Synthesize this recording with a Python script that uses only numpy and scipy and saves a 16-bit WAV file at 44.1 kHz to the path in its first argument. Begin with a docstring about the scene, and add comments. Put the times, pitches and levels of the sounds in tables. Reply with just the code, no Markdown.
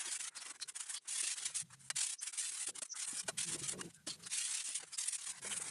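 """A concrete yard, where sandpaper and a brush scrub a rusty sheet-steel frame in quick, uneven strokes.
Grit catches on the rust and rasps through the hand-damped steel, with a stick-slip squeak now and then.
As it is turned, the frame knocks, rubs and groans on the floor, and each shift sets off a low rumble.
Faint, still air lies underneath."""
import sys
import numpy as np
from scipy import signal
from scipy.fft import rfft, irfft
from scipy.io import wavfile
from scipy.ndimage import uniform_filter1d

SR = 44100
rng = np.random.default_rng(int(sys.argv[2]) if len(sys.argv) > 2 else 0)


def pcm_store(signal):
    """Save signal as 16-bit PCM."""
    levels = np.round(np.clip(np.atleast_2d(signal), -1, 1) * 32767)
    wavfile.write(sys.argv[1], SR, levels.astype(np.int16).T)


N = 251370
TIME = np.arange(N) / SR
FIRM_DB = -41  # a firm stroke: the reference for the sheet's low ring and the frame's rocking


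def hand_strokes():
    """Envelopes of low ring, mid bite and hiss: the tool lands, judders as it swells or fades, lifts."""
    # One row a stroke; pressure lifts the low ring, bite lifts the mid rasp.
    # start_s, length_s, level_db, swell_db (start to end), judder_hz, judder_db, pressure_db, bite_db
    gestures = [(0.0, 0.056, -48, -18.5, 9, 1.0, 7, 4), (0.046, 0.06, -44.5, -1, 36.5, 2.0, 5.5, 2.5),
                (0.107, 0.068, -41.0, -1.5, 27, 2.0, 1, 1.5), (0.19, 0.103, -46.5, -1, 27.4, 4, 3, 3.5),
                (0.293, 0.074, -74.5, 22, 18, 3.0, 14.5, 0), (0.346, 0.12, -54, -1, 19.8, 7.5, 7.5, 4.5),
                (0.446, 0.074, -51.0, 3.5, 24.0, 2.5, 8.5, 4.0),
                (0.532, 0.038, -64.5, -2, 17.0, 7, 10, 4.5), (0.607, 0.056, -55.5, -20, 23.5, 11.5, 2, 3),
                (0.676, 0.045, -51, -8, 26.5, 8.5, 3, -0.5), (0.743, 0.099, -49.5, 2.5, 22.8, 8.5, 2, 0),
                (0.817, 0.069, -57, -1, 29, 5.5, 4.5, 3), (0.883, 0.097, -46, -1, 23.6, 5.5, 1.5, -1),
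                (1.047, 0.025, -68, 8, 55, 4.5, 13, 7), (1.078, 0.14, -40.5, 6, 42, 1.5, -3, 1),
                (1.224, 0.12, -40.5, -3, 27.5, 2.5, -0.5, 3.5), (1.35, 0.086, -48, 13.5, 16, 5, 3.5, 4),
                (1.439, 0.052, -44, 5, 23, 8.0, 0, 5.5), (1.483, 0.062, -57, 5, 20.6, 4, -1, 4),
                (1.547, 0.08, -41, -8.5, 26, 1.5, -5, -0.5), (1.699, 0.051, -62, 12.5, 42, 2.5, 8.5, 3.5),
                (1.793, 0.095, -60.0, 5, 24.5, 2.5, -3.5, -2.5), (1.958, 0.094, -38.0, 1, 45, 3.0, -1, 2.5),
                (2.054, 0.097, -42.5, -2.5, 32, 4, -5.5, 0), (2.209, 0.098, -45.5, 3, 22, 7, -1, 0.0),
                (2.328, 0.054, -50.5, -11, 58.0, 1, 1, 1), (2.375, 0.13, -41.5, -4, 19.6, 1.5, -5, 1.5),
                (2.512, 0.14, -43, 2.5, 38, 1.5, -1.5, -1), (2.666, 0.04, -41.5, 1, 54.0, 0.5, -1.5, -0.5),
                (2.747, 0.05, -51, 4.5, 36.0, 5.0, 3, 2.5), (2.816, 0.064, -54, -14, 36, 9, -4, -2),
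                (2.955, 0.099, -44, 6, 34, 2.5, 2, 1.5), (3.061, 0.058, -42, 10, 21, 5.5, 0.5, -7.5),
                (3.113, 0.102, -42.5, 8.5, 41.0, 2, -0.5, -1.5), (3.219, 0.07, -66, -6, 29, 12, -1, 3),
                (3.376, 0.077, -40, -2, 42.0, 3.5, 0.5, 3), (3.464, 0.1, -42, 2, 19.5, 2, 0.5, 1.0),
                (3.577, 0.092, -46.5, 12.5, 25, 4.0, 2, 2.5),
                (3.678, 0.064, -41, -13.5, 32.5, 4.5, -3, -2.5),
                (3.775, 0.14, -62, -10.5, 18.5, 5, 2.5, 4.5), (3.937, 0.034, -60, -5, 51, 2.5, -26, -2),
                (4.07, 0.092, -52.5, -20.5, 38, 2.5, 0.5, 5.5), (4.186, 0.1, -60, 25, 30.1, 6.5, 4.5, 4.5),
                (4.298, 0.094, -41.5, 15, 13.8, 4, -2, 4), (4.394, 0.088, -40.5, 0, 25.5, 2.5, -3, 3.5),
                (4.476, 0.053, -42.0, 9, 19, 0, 0.5, 1.5), (4.534, 0.097, -43.5, -5.5, 35, 3, -1.5, 5),
                (4.641, 0.1, -45, -4, 14.6, 1.5, -5, 2.0), (4.747, 0.043, -40.5, -8, 29, 1, -7.5, 0.5),
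                (4.794, 0.057, -57, 3, 37.6, 6.0, 11, 6.5), (4.85, 0.11, -58.0, 18, 17.5, 6, 2, 0),
                (4.977, 0.099, -42.5, -8, 40, 3, -4, 0.0),
                (5.075, 0.044, -42.5, -19, 36.5, 4.5, -6.5, -1.5),
                (5.121, 0.045, -39.5, 2.5, 49.0, 2.5, -9, -1.0),
                (5.178, 0.075, -49.5, 3, 38, 3.5, 0.5, 2.0), (5.259, 0.061, -44.0, 3.5, 37, 2.5, 0.5, 1.5),
                (5.324, 0.074, -57.5, 9, 43.5, 1.0, 8.5, 3), (5.419, 0.066, -46.5, 10.5, 41, 0, 6.0, 0.5),
                (5.493, 0.064, -42, -7, 14.7, 3.5, 4, -6.5), (5.55, 0.082, -45.0, -2.5, 21, 6.5, 2, -5),
                (5.63, 0.067, -47.0, 10, 26, 0.5, 6.5, -0.5)]
    # The tool barely moving between strokes: ring_db, bite_db, hiss_db
    resting_db = [-74, -78, -79]
    attack_s, release_s = 0.016, 0.021
    ring_follows = 0.7  # the low ring falls more slowly than the hiss, so light strokes are duller
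    power = np.outer(amp(resting_db), amp(4 * drift(every_s=.025))) ** 2
    for start, length, level_db, swell_db, judder_hz, judder_db, pressure_db, bite_db in gestures:
        near = slice(max(int((start - attack_s) * SR), 0), int((start + length + release_s) * SR))
        t = TIME[near] - start
        ramp = swell_db * (np.clip(t / length, 0, 1) - .5)
        hiss_db = level_db + ramp - judder_db * np.cos(2 * np.pi * judder_hz * t)
        ring_db = FIRM_DB + ring_follows * (hiss_db - FIRM_DB) + pressure_db
        contact = held(t, length, attack_s, release_s)
        power[:, near] += (contact * amp([ring_db, hiss_db + bite_db, hiss_db])) ** 2
    rust_catches = amp(.6 * drift(every_s=.007))
    return np.sqrt(power) * rust_catches


def sanding(ring, bite, hiss):
    """Grit rasps on rusty steel, in three bands that each ride their own envelope from the hand."""
    # Tone of grit on steel: frequency_hz, level_db
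    rasp_colour = [(180, -90), (300, -35), (350, -19), (397, -58), (533, -27.5), (594, -30), (797, -17),
                   (1440, -12.5), (1580, -10.5), (3120, -7.5), (4820, -8.5), (5630, -6), (9260, 2),
                   (10300, -2), (12200, -27.5), (15900, -87), (22000, -120)]
    grains = wandering_modes(grit(per_s=12000, spread_db=2.5))
    flakes = grit(per_s=650, spread_db=2)  # dry ticks of rust coming off
    rasp = coloured(grains + 0.16 * flakes, rasp_colour)
    below = lambda hz: shaped(rasp, lambda f: 1 / (1 + (f / hz) ** 8))
    low, low_and_mid = below(hz=1980), below(hz=6520)
    mid, high = low_and_mid - low, rasp - low_and_mid
    return amp(1.3) * ring * low + amp(0.18) * bite * mid + amp(-0.33) * hiss * high


def grit(per_s, spread_db):
    """Tiny fractures of rust: random clicks, a few of them large."""
    size = amp(spread_db * np.minimum(rng.exponential(1, N), 4))
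    return unit(size * rng.choice([-1, 1], N) * (rng.random(N) < per_s / SR))


def wandering_modes(x):
    """The moving contact favours ever different modes of the sheet: narrow rings within broad patches."""
    def blur(field, bins, frames):
        return unit(uniform_filter1d(uniform_filter1d(field, bins, axis=0), frames, axis=1))

    mode_depth_db, patch_depth_db = 3.3, 1.7
    spectrum = signal.stft(x, nperseg=1024, noverlap=768)[2]
    patch_noise, mode_noise = rng.standard_normal((2,) + spectrum.shape)
    patches = amp(patch_depth_db * blur(patch_noise, bins=12, frames=6))
    modes = amp(mode_depth_db * blur(mode_noise, bins=3, frames=10))
    modes /= np.sqrt(uniform_filter1d(modes ** 2, size=25, axis=0))  # neighbours share the same energy
    return unit(signal.istft(spectrum * modes * patches, nperseg=1024, noverlap=768)[1][:len(x)])


def knocks():
    """An edge lands and crushes grit: crunch, thud and short ring; hard blows ring only the high modes."""
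    # The frame bumped and set down; a harder blow has a higher thud.
    # start_s, rise_s, decay_s, ring_db, thud_hz, thud_db, crunch_db
    hits = [(0.067, 0.0046, 0.012, -80, 300, -58, -68), (.460, 0.0043, .007, -66, 403, -66, -70),
            (0.506, .004, 0.013, -62, 313, -67, -68), (.599, 0.00032, 0.0032, -48.5, 1520, -58, -56),
            (1.227, 0.00435, 0.0084, -58, 325, -58, -70), (1.496, 0.0024, .008, -55, 314, -65, -70),
            (1.901, 0.0005, 0.0097, -30.5, 1510, -56, -34), (2.682, 0.005, 0.0097, -52, 400, -54.5, -48),
            (2.818, .0016, 0.014, -51.5, 247, -61.5, -42.5), (3.126, 0.006, 0.0058, -57, 238, -53, -70),
            (3.277, 0.0088, 0.014, -38.5, 342, -50, -36.5), (3.284, 0.0025, 0.015, -59, 630, -48, -62),
            (3.546, 0.002, .02, -56, 338, -48, -64), (3.614, 0.0033, .01, -64, 312, -48.5, -70),
            (3.727, 0.0052, 0.018, -52.5, 402, -52.5, -55),
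            (3.8104, 0.00039, 0.0062, -37, 1660, -41.5, -36.5),
            (4.067, 0.00587, 0.019, -52, 313, -53.5, -52), (4.682, 0.0037, .025, -60.5, 276, -69, -62),
            (4.833, 0.0047, 0.0073, -65, 460, -61.5, -70), (5.445, 0.0052, 0.0096, -50, 444, -48.5, -62),
            (5.596, .003, 0.011, -54, 504, -53.5, -68)]
    # Tone of crushed grit: frequency_hz, level_db
    crunch_colour = [(300, -39), (900, -23), (3000, 5.0), (9500, 13.5), (11000, 1.5), (12400, -19)]
    out, t = np.zeros(N), np.arange(4096) / SR
    for start, rise, decay, ring_db, thud_hz, thud_db, crunch_db in hits:
        force = np.minimum(t / rise, 1) * np.exp(-(np.maximum(t - rise, 0) / decay) ** 1.9)
        grinding = rng.standard_normal(len(t))
        blow = 0.86 * force * grinding
        blow[int(rise * SR)] += 0.58 * np.linalg.norm(force)  # the moment the edge lands
        low_cut = signal.butter(2, 1.3 * thud_hz, "high", fs=SR, output="sos")
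        ring = signal.sosfilt(low_cut, steel_ring(blow))
        thud = band_noise(thud_hz, width=0.47 * thud_hz, size=len(t))
        crunch = coloured(grinding, crunch_colour)
        add(out, start, amp(ring_db) * ring + force * (amp(thud_db) * thud + amp(crunch_db) * crunch))
    return out


def steel_ring(blow):
    """A blow rings the frame's damped modes; the wider a mode, the sooner it dies."""
    # Modes of the frame: pitch_hz, width_hz, relative_db
    modes = [(316, 150, -5.5), (517, 130, 1.5), (635, 53, 9), (793, 86, 2.5), (1095, 63, 4.5),
             (1197, 60, 0), (1455, 210, 4.5), (1940, 93, 6.5), (1907, 150, 6.5), (2420, 120, 0.5),
             (2850, 56, 3), (3080, 190, -6.5), (3720, 140, -18), (4000, 49, -1)]
    t = np.arange(2048) / SR
    ring = sum((-1) ** k * amp(db) * width * np.exp(-np.pi * width * t) * np.sin(2 * np.pi * hz * t)
               for k, (hz, width, db) in enumerate(modes))
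    return signal.oaconvolve(blow, ring / np.linalg.norm(ring))[:len(blow)]


def squeaks():
    """Brief, fuzzy whistles of stick and slip, coloured by the sheet."""
    # One row a squeak: middle_s, length_s, pitch_hz, width_hz, level_db
    slips = [(.388, .016, 4500, 600, -53), (.629, .014, 4200, 380, -44.5), (.624, .02, 5600, 900, -53),
             (.972, .016, 4600, 600, -48), (.970, .014, 3250, 250, -50), (2.198, .012, 6080, 280, -49),
             (2.195, .014, 5250, 400, -57), (2.905, .013, 6050, 350, -51), (2.925, .014, 5900, 600, -42),
             (2.955, .02, 1500, 450, -57), (3.196, .018, 5450, 450, -45), (3.802, .016, 1080, 110, -52),
             (3.985, .04, 1550, 130, -70), (4.106, .016, 4400, 450, -44), (4.110, .018, 3200, 500, -51),
             (4.140, .018, 4350, 500, -55), (4.248, .022, 4750, 600, -56), (4.945, .016, 5020, 330, -48),
             (5.525, .017, 3000, 900, -43.5)]
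    out, t = np.zeros(N), (np.arange(8192) - 4096) / SR
    for middle, length, hz, width, db in slips:
        whistle = wandering_modes(band_noise(hz, 2 * width, size=len(t)))
        whistle /= np.sqrt(abs(uniform_filter1d(whistle ** 2, size=300)) + 1e-9)  # friction steadies it
        add(out, middle + t[0], amp(db) * whistle * swell(t, length))
    return out


def frame_shifts():
    """Envelopes of rumble and rub: each shift of the frame starts, holds and stops."""
    # The frame moved over the floor: start_s, length_s, rumble_db, rub_db
    moves = [(0.06, 0.67, -85.5, -75.5), (1.384, 0.14, -76, -68.5), (1.616, 0.37, -72.5, -90),
             (2.67, .13, -75, -62.5), (3.066, 0.17, -75, -70.5), (3.239, 0.19, -61.5, -69),
             (3.496, .11, -60.5, -51), (3.61, 0.14, -61.5, -62), (3.713, 0.18, -62, -50.5),
             (3.884, 0.18, -69.5, -95), (4.065, 0.22, -63.5, -64.5), (4.278, 0.186, -80, -94),
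             (5.267, 0.19, -71, -76), (5.403, 0.35, -66.5, -60)]
    power = np.zeros((2, N))
    for start, length, rumble_db, rub_db in moves:
        motion = held(TIME - start, length, attack_s=0.027, release_s=0.025)
        power += (amp([[rumble_db], [rub_db]]) * motion) ** 2
    return np.sqrt(power)


def floor_rub(shifted, pressed):
    """The frame rubs hollowly over the concrete as it is shifted, or rocked by firm strokes."""
    # Tone of the hollow rub: frequency_hz, level_db
    rub_colour = [(120, -26), (240, -2), (345, -0.5), (450, 1), (600, -9.5), (900, -21), (2000, -67)]
    rub = coloured(wandering_modes(grit(per_s=1500, spread_db=1.5)), rub_colour)
    bumps = amp(-77 + 6 * drift(every_s=.03))
    rocked = (pressed / amp(FIRM_DB)) ** 1.5 * bumps  # rocking grows faster than the pressure
    return amp(-7.5) * rub * np.hypot(shifted, rocked)


def groans():
    """The dragged frame judders: a rough low tone and its octave."""
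    # One row a groan: middle_s, length_s, pitch_hz, level_db, octave_db (relative to the low tone)
    drags = [(1.64, 0.022, 157.6, -55.5, -30), (1.75, 0.13, 128.7, -64, -32), (1.86, .025, 127, -66, -30),
             (1.95, 0.016, 130, -59.5, -34), (3.485, 0.034, 181.5, -51, -6.5),
             (3.63, 0.032, 140.2, -51.5, -21), (3.785, 0.031, 184.8, -51, 1), (3.86, 0.024, 176, -46.5, -7),
             (5.51, 0.076, 191.6, -58, -12), (5.575, .035, 185.3, -63, -20)]
    out, t = np.zeros(N), (np.arange(16384) - 8192) / SR
    for middle, length, hz, db, octave_db in drags:
        jitter = unit(uniform_filter1d(rng.standard_normal(len(t)), size=200))
        phase = 2 * np.pi * np.cumsum(hz * (1 + 0.11 * jitter)) / SR
        tone = np.sin(phase) + amp(octave_db) * np.sin(2 * phase)
        add(out, middle + t[0], amp(db) * swell(t, length) * tone)
    return out


def low_rumble(shifted):
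    """A rumble that swells while the frame is shifted and drifts faintly while it stands."""
    # Tone of the rumble: frequency_hz, level_db
    rumble_colour = [(30, -31), (60, -14), (90, -5.5), (135, -0.5), (185, 0.5), (235, -12.5), (300, -29),
                     (420, -27)]
    standing = amp(-89 + 9 * drift(every_s=0.22))
    return amp(1.0) * coloured(rng.standard_normal(N), rumble_colour) * np.hypot(shifted, standing)


def treble_spread(x):
    """Adds a very faint, short smear of treble, different in left and right."""
    gap_s, fade_s = .002, .04
    t = np.arange(4096) / SR
    tail = rng.standard_normal((2, len(t))) * amp(-60 * t / fade_s) * (t > gap_s)
    treble = np.diff(x, prepend=0)
    smear = signal.oaconvolve(treble[None], tail / np.linalg.norm(tail[0]), axes=1)[:, :N]
    return x + amp(-54.0) * smear


def still_air():
    """The yard's air: a faint, steady bed of noise."""
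    # Tone of the air: frequency_hz, level_db
    air_colour = [(30, -59), (120, -0.5), (400, 11), (900, 0), (1700, 1.5), (3500, 6.5), (9000, -1.5),
                  (10500, -9), (12300, -32)]
    return amp(-82) * coloured(rng.standard_normal(N), air_colour)


def amp(db):
    """Decibels to gain."""
    return 10 ** (np.asarray(db) / 20)


def unit(x):
    """Scales to rms 1."""
    return x / np.sqrt(np.mean(x ** 2) + 1e-20)


def shaped(x, gain):
    """Filters x by a gain given as a function of frequency."""
    return irfft(rfft(x) * gain(np.fft.rfftfreq(len(x), 1 / SR)), len(x))


def coloured(x, colour):
    """Equalises x by a curve of (frequency_hz, level_db) points on a log-frequency axis, to rms 1."""
    hz, db = np.transpose(colour)
    return unit(shaped(x, lambda f: amp(np.interp(np.log(f + 1), np.log(hz + 1), db))))


def band_noise(hz, width, size):
    """Noise in one steep-sided resonance."""
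    return unit(shaped(rng.standard_normal(size), lambda f: 1 / (1 + (2 * (f - hz) / width) ** 2) ** 1.44))


def drift(every_s):
    """A random curve at rms 1 that takes a new turn every every_s seconds."""
    knots = rng.standard_normal(4000)
    return unit(np.interp(TIME / every_s, np.arange(len(knots)), knots))


def swell(t, length):
    """A bell-shaped rise and fall; length is its width at half power."""
    return np.exp(-2 * np.log(2) * (t / length) ** 2)


def held(t, length, attack_s, release_s):
    """Smooth attack, hold and release."""
    rise = np.clip(t / attack_s + .5, 0, 1)
    fall = np.clip((length - t) / release_s + .5, 0, 1)
    return np.sin(np.pi / 2 * rise * fall) ** 2


def add(mix, start_s, sound):
    """Mixes a sound in at start_s."""
    part = mix[max(round(start_s * SR), 0):][:len(sound)]
    part += sound[:len(part)]


def scene():
    """The work on the frame sits dead centre, over rumble and air."""
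    ring, bite, hiss = hand_strokes()
    rumble, rub = frame_shifts()
    work = sanding(ring, bite, hiss) + knocks() + squeaks() + floor_rub(rub, pressed=ring) + groans()
    return treble_spread(work) + low_rumble(rumble) + still_air()


def record(dry):
    """A steep low-pass takes off the top treble."""
    cutoff_hz = 12400
    low_pass = signal.firwin(511, cutoff_hz, window=("kaiser", 9), fs=SR)
    return signal.oaconvolve(dry, low_pass[None], "same")


dry = scene()
out = record(dry)
pcm_store(out)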